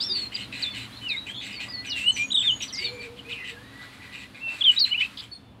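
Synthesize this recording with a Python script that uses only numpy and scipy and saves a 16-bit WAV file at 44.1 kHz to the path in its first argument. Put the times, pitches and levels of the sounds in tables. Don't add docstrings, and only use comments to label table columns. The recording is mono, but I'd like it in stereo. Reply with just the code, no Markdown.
import sys
import numpy as np
from scipy import signal
from scipy.fft import rfft, irfft
from scipy.io import wavfile
from scipy.ndimage import uniform_filter1d

SR = 44100
rng = np.random.default_rng(int(sys.argv[2]) if len(sys.argv) > 2 else 0)


def level_to_linear(level):
    exponent = np.asarray(level, float) / 20
    return 10 ** exponent


def bounce(signal):
    frames = np.transpose(np.atleast_2d(signal))
    limited = np.clip(frames, -1, 1)
    pcm = np.round(limited * 32767).astype(np.int16)
    wavfile.write(sys.argv[1], SR, pcm)


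N = 246959


def unit(x):
    return x / np.sqrt(np.mean(x ** 2) + 1e-18)


def ring(x, hz, width_hz):
    return signal.lfilter(*signal.iirpeak(hz, hz / width_hz, fs=SR), x)


def steep(x, hz, width_hz):
    for _ in range(3):
        x = ring(x, hz, width_hz)
    return x


def walk(rate, size):
    k = max(int(SR / rate), 2)
    noise = rng.standard_normal(size + 4 * k)
    smooth = uniform_filter1d(uniform_filter1d(noise, k), k)
    return unit(smooth[2 * k:2 * k + size])


def add(out, sound, start_s, pan_db):
    i = int(max(start_s, 0) * SR)
    sides = level_to_linear(np.array([[pan_db], [-pan_db]]) / 2)
    out[:, i:i + len(sound)] += sound[:N - i] * sides


def walls(x, early_db, early_s, late_db, late_s):
    t = np.arange(int(.6 * SR)) / SR
    early = level_to_linear(early_db - 60 * t / early_s) / np.sqrt(early_s)
    late = level_to_linear(late_db - 60 * t / late_s) / np.sqrt(late_s)
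    onset = np.clip(t / 0.0019, 0, 1)
    echo = rng.standard_normal((2, len(t))) * (early + late) * onset * np.sqrt(14 / SR)
    shared = echo.mean(axis=0)
    treble = signal.butter(2, 2000, "high", fs=SR, output="sos")
    echo = shared * 1.12 + signal.sosfilt(treble, 1.2 * (echo - shared))
    return signal.fftconvolve(np.tile(x.mean(axis=0), (2, 1)), echo, axes=1)[:, :N]


def whistle(note, flutter_db, flutter_rate, wobble, overtone_db, edge_s):
    s, hz, db = np.transpose(note)
    t = np.arange(s[0] - edge_s, s[-1] + edge_s, 1 / SR)
    pitch = uniform_filter1d(np.interp(t, s, hz), size=60) * (1 + wobble * walk(flutter_rate, len(t)))
    phase = 2 * np.pi * np.cumsum(pitch) / SR
    to_end_s = np.minimum(t - t[0], t[-1] - t)
    edge = np.sin(np.pi / 2 * np.clip(to_end_s / (2 * edge_s), 0, 1)) ** 2
    strength = edge * level_to_linear(np.interp(t, s, db) + flutter_db * walk(flutter_rate, len(t)))
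    return np.sqrt(2) * strength * (np.sin(phase) + level_to_linear(overtone_db) * np.sin(2 * phase))


SYLLABLE_SHAPES = {"even": (.1, 0, .5, -1, -2), "glide": (.1, 0, .55, -9, -10),
                   "swell": (.3, 0, .9, -12, -2), "fade": (.1, 0, .1, -1, -10),
                   "ease": (1.3, 0, .45, -7, -7), "hook": (6, 0, .3, -9, -8), "leap": (1.3, 0, .2, -1, -6),
                   "sag": (-1.3, 0, .4, -15, -10), "droop": (-4, 0, .6, -1.5, -4),
                   "arch": (6, .95, .5, -7, -6)}


def syllable(kind, start_s, length_s, from_hz, to_hz, level_db):
    haste, back, top, start_db, end_db = SYLLABLE_SHAPES[kind]
    share = np.arange(17) / 16
    slide = np.expm1(-haste * share) / np.expm1(-haste) - back * share ** 3
    strength_db = np.interp(share, [0, np.clip(top, .02, .98), 1], [start_db, 0, end_db])
    pitch_hz = from_hz + (to_hz - from_hz) * slide
    return np.transpose([start_s + share * length_s, pitch_hz, level_db + strength_db])


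def perched(perches, pans_db):
    return [(syllable(*row), pan_db) for rows, pan_db in zip(perches, pans_db) for row in rows]


# kind, start_s, length_s, from_hz, to_hz, level_db
NEAR_LEFT = [
    ("leap", 0, .048, 4570, 5480, -30),
    ("droop", .048, .045, 5520, 5000, -34),
    ("leap", .095, .18, 4930, 4200, -29),
    ("ease", .095, .15, 9860, 8600, -60),
    ("swell", 1.012, .05, 3030, 2960, -35),
    ("even", 1.062, .075, 2960, 2250, -32),
    ("leap", 1.137, .033, 2250, 2040, -35),
    ("fade", 4.855, .055, 4140, 4214, -33),
]
NEAR_MIDDLE = [("leap", 0, .045, 3347, 5500, -29), ("sag", 2.165, .092, 2340, 2480, -23.5),
               ("ease", 2.303, .013, 2820, 3800, -29), ("droop", 2.316, .019, 3950, 2950, -25),
               ("droop", 2.344, .024, 3800, 2950, -19), ("arch", 2.37, .026, 2950, 3750, -15.5),
               ("arch", 2.398, .02, 2900, 3620, -23), ("fade", 2.78, .055, 4860, 4440, -31),
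               ("droop", 4.61, .017, 3420, 2800, -20), ("sag", 4.786, .012, 3860, 5920, -21),
               ("swell", 4.91, .027, 2850, 3010, -19), ("ease", 4.939, .026, 2250, 2870, -22.5),
               ("ease", 5.008, .036, 2120, 2750, -22), ("leap", 5.047, .016, 2480, 2680, -30),
               ("swell", 4.924, .016, 2220, 2280, -34), ("fade", 4.962, .014, 2850, 2330, -33)]
NEAR_RIGHT = [("swell", .115, .06, 4320, 4160, -32), ("swell", .343, .014, 4850, 4730, -26),
              ("leap", .357, .018, 4650, 3100, -35), ("ease", .622, .028, 4900, 3600, -25),
              ("even", .65, .042, 3560, 3500, -31.5), ("hook", 2.515, .032, 2830, 3040, -22.5),
              ("even", 4.763, .008, 3600, 4000, -26), ("swell", 4.77, .017, 3950, 3830, -18),
              ("fade", 4.788, .027, 3850, 3830, -29), ("leap", 4.977, .021, 2900, 2980, -25),
              ("swell", 4.998, .017, 2950, 3020, -20)]
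# time_s, pitch_hz, level_db
DIP_AND_RISE = [(1.87, 3025, -42), (1.964, 2760, -30), (2.017, 2640, -34), (2.06, 2830, -25),
                (2.086, 2988, -16.5), (2.108, 3020, -17.5), (2.116, 2980, -42)]
TRILL_END = [(2.417, 3060, -24), (2.433, 3670, -30), (2.475, 3570, -19.5), (2.504, 2980, -18.5),
             (2.515, 2820, -27)]
FLAT_PIPE = [(4.4, 2635, -53), (4.431, 2696, -34.5), (4.485, 2691, -26), (4.544, 2680, -32.5),
             (4.56, 2620, -48)]
LOUD_CHIRP = [(4.638, 3200, -24), (4.645, 3663, -19.5), (4.654, 3270, -16), (4.701, 2930, -13.5),
              (4.709, 3035, -24), (4.72, 2850, -24)]
HIGH_CHIRP = [(4.797, 5800, -30), (4.802, 4780, -21), (4.812, 4500, -19), (4.825, 4280, -15.5),
              (4.837, 4250, -22), (4.848, 4000, -16), (4.852, 4000, -42)]


def near_whistles():
    out = np.zeros((2, N))
    left_db, middle_db, right_db = 5.5, 1.0, -4.5
    notes = perched((NEAR_LEFT, NEAR_MIDDLE, NEAR_RIGHT), (left_db, middle_db, right_db))
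    notes += [(DIP_AND_RISE, left_db), (FLAT_PIPE, 10.0)]
    notes += [(note, middle_db) for note in (TRILL_END, LOUD_CHIRP, HIGH_CHIRP)]
    for note, pan_db in notes:
        sound = whistle(note, flutter_db=1.2, flutter_rate=250, wobble=.004, overtone_db=-54, edge_s=.003)
        add(out, sound, note[0][0] - .003, pan_db)
    return out


def rasp(length_s, level_db, throat_hz, bright_db):
    whole_s = length_s + 0.033
    t = np.arange(0, whole_s, 1 / SR)
    size = len(t)
    cycle = np.cumsum(120 * (1 + .2 * walk(60, size)) / SR) % 1
    puff = .15 + np.exp(-cycle / 0.25)
    air = puff * level_to_linear(1.4 * walk(110, size) + 2.0 * walk(25, size)) * rng.standard_normal(size)
    throat = unit(steep(air, throat_hz, 560))
    throat = throat + level_to_linear(-3) * buzz(whole_s, throat_hz, 0.1 * throat_hz, 132, 0)
    grains = (.12 + np.sin(np.pi * cycle) ** 2) * level_to_linear(2.2 * walk(70, size))
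    throat = unit(throat * grains)
    throat = throat + level_to_linear(-6.5) * unit(steep(air, 0.74 * throat_hz, 900))
    throat = throat + level_to_linear(-6.5) * unit(steep(air, 3800, 1500))
    beak = unit(steep(air, 7700, 1700)) + level_to_linear(-11) * unit(steep(air, 5850, 500))
    beak = beak + level_to_linear(-13.5) * unit(steep(air, 10170, 3400)) + level_to_linear(-17) * unit(steep(air, 14600, 2600))
    swell = np.clip(t / .012, 0, 1) * np.clip((whole_s - t) / 0.055, 0, 1)
    opening = np.abs(np.sin(np.pi * t / whole_s)) ** 0.55
    return level_to_linear(level_db) * swell * (unit(throat) + level_to_linear(bright_db) * opening * beak)


# start_s, length_s, level_db, throat_hz
SHARP_SCOLDS = [
    (0, 0.043, -41, 4140),
    (0.153, 0.1, -43, 2750),
    (1.012, 0.071, -52.5, 2590),
    (1.264, 0.047, -42, 2680),
    (1.66, 0.027, -51, 2600),
    (1.951, .11, -38.5, 2700),
    (2.159, 0.06, -35, 2980),
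    (2.424, 0.058, -42, 2520),
    (2.606, 0.059, -40, 3130),
    (4.65, .13, -42.5, 2560),
]
PLAIN_SCOLDS = [(0.316, .12, -38.5, 2870), (0.521, 0.17, -39.5, 2663), (0.738, .11, -38, 2810),
                (1.099, 0.072, -45.5, 2340), (1.41, 0.15, -40, 2740), (1.597, 0.063, -38, 2760),
                (1.845, .05, -40.5, 2540), (2.778, 0.1, -40, 2870), (3.01, 0.05, -44, 2500),
                (3.164, 0.03, -46.5, 2870), (3.29, 0.056, -40.5, 2775), (3.441, 0.077, -40, 2790),
                (3.925, 0.058, -51, 2176), (4.124, 0.12, -43.5, 2650), (4.479, 0.15, -43.5, 2570),
                (4.85, 0.043, -37, 2800), (5.175, 0.09, -49, 3280)]
DULL_SCOLDS = [
    (3.71, 0.11, -57, 1680),
    (3.795, 0.063, -47, 1860),
    (4.02, .05, -48.5, 2410),
    (4.343, 0.08, -49, 2350),
    (4.994, 0.055, -35, 2890),
]


def scolds():
    out = np.zeros((2, N))
    for rows, bright_db in ((SHARP_SCOLDS, -10.5), (PLAIN_SCOLDS, -15), (DULL_SCOLDS, -20.5)):
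        for start_s, *voice in rows:
            add(out, rasp(*voice, bright_db), start_s - .006, pan_db=-2.0)
    return out


def coloured(points, alike_hz, draught_hz):
    hz = np.arange(N // 2 + 1) * SR / N + 1
    point_hz, point_db = np.transpose(points)
    shape = level_to_linear(np.interp(np.log(hz), np.log(point_hz), point_db))
    mid, side = rfft(rng.standard_normal((2, N))) * shape
    side = side * np.maximum(hz / (hz + alike_hz), draught_hz / (hz + draught_hz))
    return unit(irfft(np.array([mid + side, mid - side]), N))


# time_s, hum_db, twitter_db
ROOM_LEVELS = [(0, -45, -50), (1, -46.5, -52), (2.5, -46, -51.5), (3.6, -48, -53), (5.22, -50.5, -51),
               (5.32, -51, -60), (5.6, -48, -66)]
# pitch_hz, level_db (per Hz)
HUM_COLOUR = [(25, -32.5), (45, -12), (70, -2), (270, -11), (420, -13), (900, -16), (1600, -27),
              (3000, -26.5), (6000, -54)]
# pitch_hz, width_hz, level_db
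ROOM_RINGS = [(115, 7.7, -4), (205, 15, -5.5), (266.6, 31, -3.5)]
# pitch_hz, level_db (per Hz)
TWITTER_COLOUR = [(500, -34.5), (1000, -4.5), (2000, -6), (4200, -7.5), (5600, -19), (8200, -21),
                  (9500, -20), (12300, -23), (13000, -31.5)]


def background():
    s, hum_db, twitter_db = np.transpose(ROOM_LEVELS)
    t = np.arange(N) / SR
    hum = coloured(HUM_COLOUR, alike_hz=1800, draught_hz=45)
    for hz, width_hz, db in ROOM_RINGS:
        tone = ring(ring(rng.standard_normal(N), hz, width_hz), hz, 4 * width_hz)
        hum = hum + level_to_linear(db) * unit(tone)
    twitter = coloured(TWITTER_COLOUR, alike_hz=18000, draught_hz=1) * level_to_linear(1.44 * walk(6.95, N))
    return hum * level_to_linear(np.interp(t, s, hum_db) - 4.0) + twitter * level_to_linear(np.interp(t, s, twitter_db))


# kind, start_s, length_s, from_hz, to_hz, level_db
FAR_LEFT = [
    ("swell", .022, .103, 3430, 3720, -33),
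    ("even", .72, .06, 2190, 2170, -52),
    ("fade", .8, .06, 4086, 3950, -46),
    ("even", 1.42, .04, 6300, 6200, -56),
    ("ease", 1.575, .085, 2150, 2750, -38),
    ("swell", 1.865, .035, 6050, 5780, -40),
    ("even", 2.505, .11, 6715, 6710, -47),
    ("ease", 3.25, .18, 2440, 2770, -46),
]
FAR_MIDDLE = [("fade", .7, .03, 3520, 3480, -38), ("swell", .92, .055, 3900, 4300, -44),
              ("even", .9, .09, 3200, 3800, -54), ("ease", 1.352, .045, 4150, 4300, -45),
              ("fade", 2.642, .06, 5950, 5850, -46), ("fade", 2.728, .024, 8350, 7300, -50),
              ("fade", 1.205, .065, 3900, 3850, -47), ("ease", 1.525, .105, 4990, 4160, -43),
              ("even", 1.63, .22, 1920, 2000, -49), ("droop", 1.685, .045, 4900, 4620, -40),
              ("ease", 1.73, .04, 4620, 4300, -35), ("fade", 1.77, .05, 4300, 4300, -38),
              ("hook", 2.065, .075, 3890, 4250, -42), ("hook", 2.12, .12, 6700, 5780, -40),
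              ("arch", 2.21, .115, 7150, 6550, -43), ("even", 2.725, .028, 6100, 4600, -36),
              ("droop", 2.753, .009, 4600, 3700, -37), ("swell", 2.75, .03, 7000, 4850, -37),
              ("droop", 2.843, .034, 3800, 2900, -35), ("fade", 2.84, .06, 4600, 4060, -31),
              ("swell", 3.175, .025, 3600, 2820, -41), ("swell", 3.315, .02, 4100, 2700, -30.5),
              ("fade", 3.64, .11, 3850, 3930, -63), ("droop", 5.315, .045, 4430, 4200, -44),
              ("fade", 5.33, .04, 8930, 8530, -59)]
FAR_RIGHT = [("arch", .39, .075, 3800, 4300, -46), ("arch", .535, .05, 3880, 4200, -42),
             ("even", .71, .045, 4400, 4105, -45), ("swell", .965, .035, 3930, 4120, -46),
             ("hook", 1.085, .07, 5200, 3640, -33), ("ease", 1.16, .04, 3650, 3960, -35),
             ("ease", 1.283, .04, 2950, 3320, -37), ("droop", 1.323, .014, 3320, 3080, -40),
             ("ease", 1.895, .05, 5450, 3170, -34), ("sag", 2.055, .085, 8520, 7240, -41),
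             ("glide", 2.32, .11, 8400, 7480, -41), ("even", 2.43, .09, 7450, 5800, -60),
             ("even", 2.68, .03, 5000, 2940, -41), ("even", 2.87, .13, 7100, 7070, -63),
             ("even", 2.995, .035, 4640, 4340, -51), ("ease", 4.8, .05, 14500, 11800, -55),
             ("fade", 5.33, .2, 3560, 3530, -63)]
# time_s, pitch_hz, level_db
LOW_PIPE = [(2.725, 2010, -52), (2.803, 2195, -41), (2.864, 2378, -37), (2.89, 2330, -47),
            (3.001, 2368, -41), (3.1, 2224, -62)]
FAR_PIPE = [(3.38, 2097, -50), (3.47, 2010, -43), (3.57, 1640, -53), (3.66, 1881, -51), (3.8, 1956, -51),
            (3.95, 1960, -60)]


def far_whistles():
    out = np.zeros((2, N))
    left_db, middle_db, right_db = 5, -1.2, -7
    notes = perched((FAR_LEFT, FAR_MIDDLE, FAR_RIGHT), (left_db, middle_db, right_db))
    notes += [(FAR_PIPE, middle_db), (LOW_PIPE, 10.0)]
    for note, pan_db in notes:
        sound = whistle(note, flutter_db=2.0, flutter_rate=347, wobble=0.006, overtone_db=-41, edge_s=.004)
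        add(out, sound, note[0][0] - .004, pan_db)
    return out


# time_s, pitch_hz, level_db
COOS = [
    [(.09, 370, -43), (.12, 387, -44), (.2, 381, -46)],
    [(1.56, 306, -45), (1.62, 274, -62)],
    [(2.8, 350, -46), (2.84, 385, -43), (2.9, 400, -50), (3.0, 415, -50), (3.04, 415, -66)],
    [(2.83, 470, -52), (2.95, 482, -47), (3.13, 485, -48), (3.2, 480, -58), (3.3, 475, -51),
     (3.4, 480, -66), (3.6, 478, -55), (3.65, 478, -66)],
]


def dove():
    out = np.zeros((2, N))
    for coo in COOS:
        sound = whistle(coo, flutter_db=3.5, flutter_rate=45, wobble=.025, overtone_db=-40, edge_s=.012)
        add(out, sound, coo[0][0] - .012, pan_db=0)
    blur = walls(out, early_db=-8.5, early_s=0.13, late_db=-8, late_s=0.6)[0]
    return out * level_to_linear(-3) + blur


def buzz(length_s, hz, swing_hz, rate, level_db, slide_hz=0):
    t = np.arange(0, length_s, 1 / SR)
    size = len(t)
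    swing = np.cos(2 * np.pi * np.cumsum(rate * (1 + .18 * walk(50, size))) / SR)
    pitch = hz + slide_hz * t / length_s + swing_hz * swing * (1 + 0.26 * walk(80, size))
    phase = 2 * np.pi * np.cumsum(pitch) / SR
    edge = np.clip(np.minimum(t, length_s - t) / 0.0028, 0, 1)
    tone = np.sin(phase) + level_to_linear(-26) * np.sin(2 * phase) + level_to_linear(-38) * np.sin(3 * phase)
    return level_to_linear(level_db) * edge * unit(tone * level_to_linear(-2.5 * swing + 2.2 * walk(150, size)))


# start_s, length_s, pitch_hz, swing_hz, swings_per_s, level_db
BUZZES = [
    (.16, .05, 3700, 250, 120, -43),
    (1.343, 0.058, 3480, 200, 120, -37),
    (1.4, 0.04, 3650, 350, 134, -39),
    (2.602, 0.0426, 3214, 590, 95, -35),
    (2.62, 0.02, 5930, 400, 110, -33),
    (3.3, .12, 2650, 220, 130, -40),
    (3.4, .11, 2000, 110, 110, -44),
    (3.999, 0.27, 1980, 70, 45, -51.5),
    (5.171, 0.04, 4150, 700, 95, -37),
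]


def buzzing_notes():
    out = np.zeros((2, N))
    for start_s, *voice in BUZZES:
        add(out, buzz(*voice), start_s, pan_db=.4)
    return out


# start_s, length_s, pitch_hz (centre), level_db
RUSTLES = [
    (.55, .15, 620, -58),
    (1.55, .2, 750, -55),
    (2.5, .1, 700, -58),
    (2.85, .2, 750, -59),
    (3.78, .12, 900, -57),
    (4.44, .2, 750, -54),
]


def rustles():
    out = np.zeros((2, N))
    for start_s, length_s, hz, level_db in RUSTLES:
        t = np.arange(0, length_s, 1 / SR)
        brush = rng.standard_normal(len(t)) * level_to_linear(5.0 * walk(60, len(t)))
        brush = unit(ring(ring(brush, hz, 0.9 * hz), hz, 0.9 * hz))
        add(out, level_to_linear(level_db) * np.sin(np.pi * t / length_s) ** .6 * brush, start_s, pan_db=0.3)
    return out


# start_s, length_s, from_hz, to_hz, level_db
SINKING = [
    (3.44, .07, 2950, 2750, -42),
    (1.262, .05, 3000, 1700, -43),
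    (2.424, .04, 2900, 1750, -40),
    (4.847, .038, 3400, 1750, -39),
    (4.997, .03, 3700, 3100, -36),
]


def sinking_notes():
    out = np.zeros((2, N))
    for start_s, length_s, from_hz, to_hz, level_db in SINKING:
        add(out, buzz(length_s, from_hz, 260, 115, level_db, to_hz - from_hz), start_s, pan_db=-1.5)
    return out


def scene():
    near = near_whistles() + buzzing_notes() + rustles() + sinking_notes()
    far = scolds() + far_whistles()
    echoes = walls(near + level_to_linear(8) * far, early_db=-8, early_s=.07, late_db=-16.5, late_s=.33)
    return near + level_to_linear(-1.0) * far + echoes + dove() + background()


def top_cut(x):
    return signal.sosfilt(signal.butter(12, 16040, fs=SR, output="sos"), x)


def record(dry):
    low_pass = signal.ellip(10, .2, 70, 15720, fs=SR, output="sos")
    mix = signal.sosfilt(low_pass, dry)
    return top_cut(mix)


dry = scene()
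out = record(dry)
bounce(out)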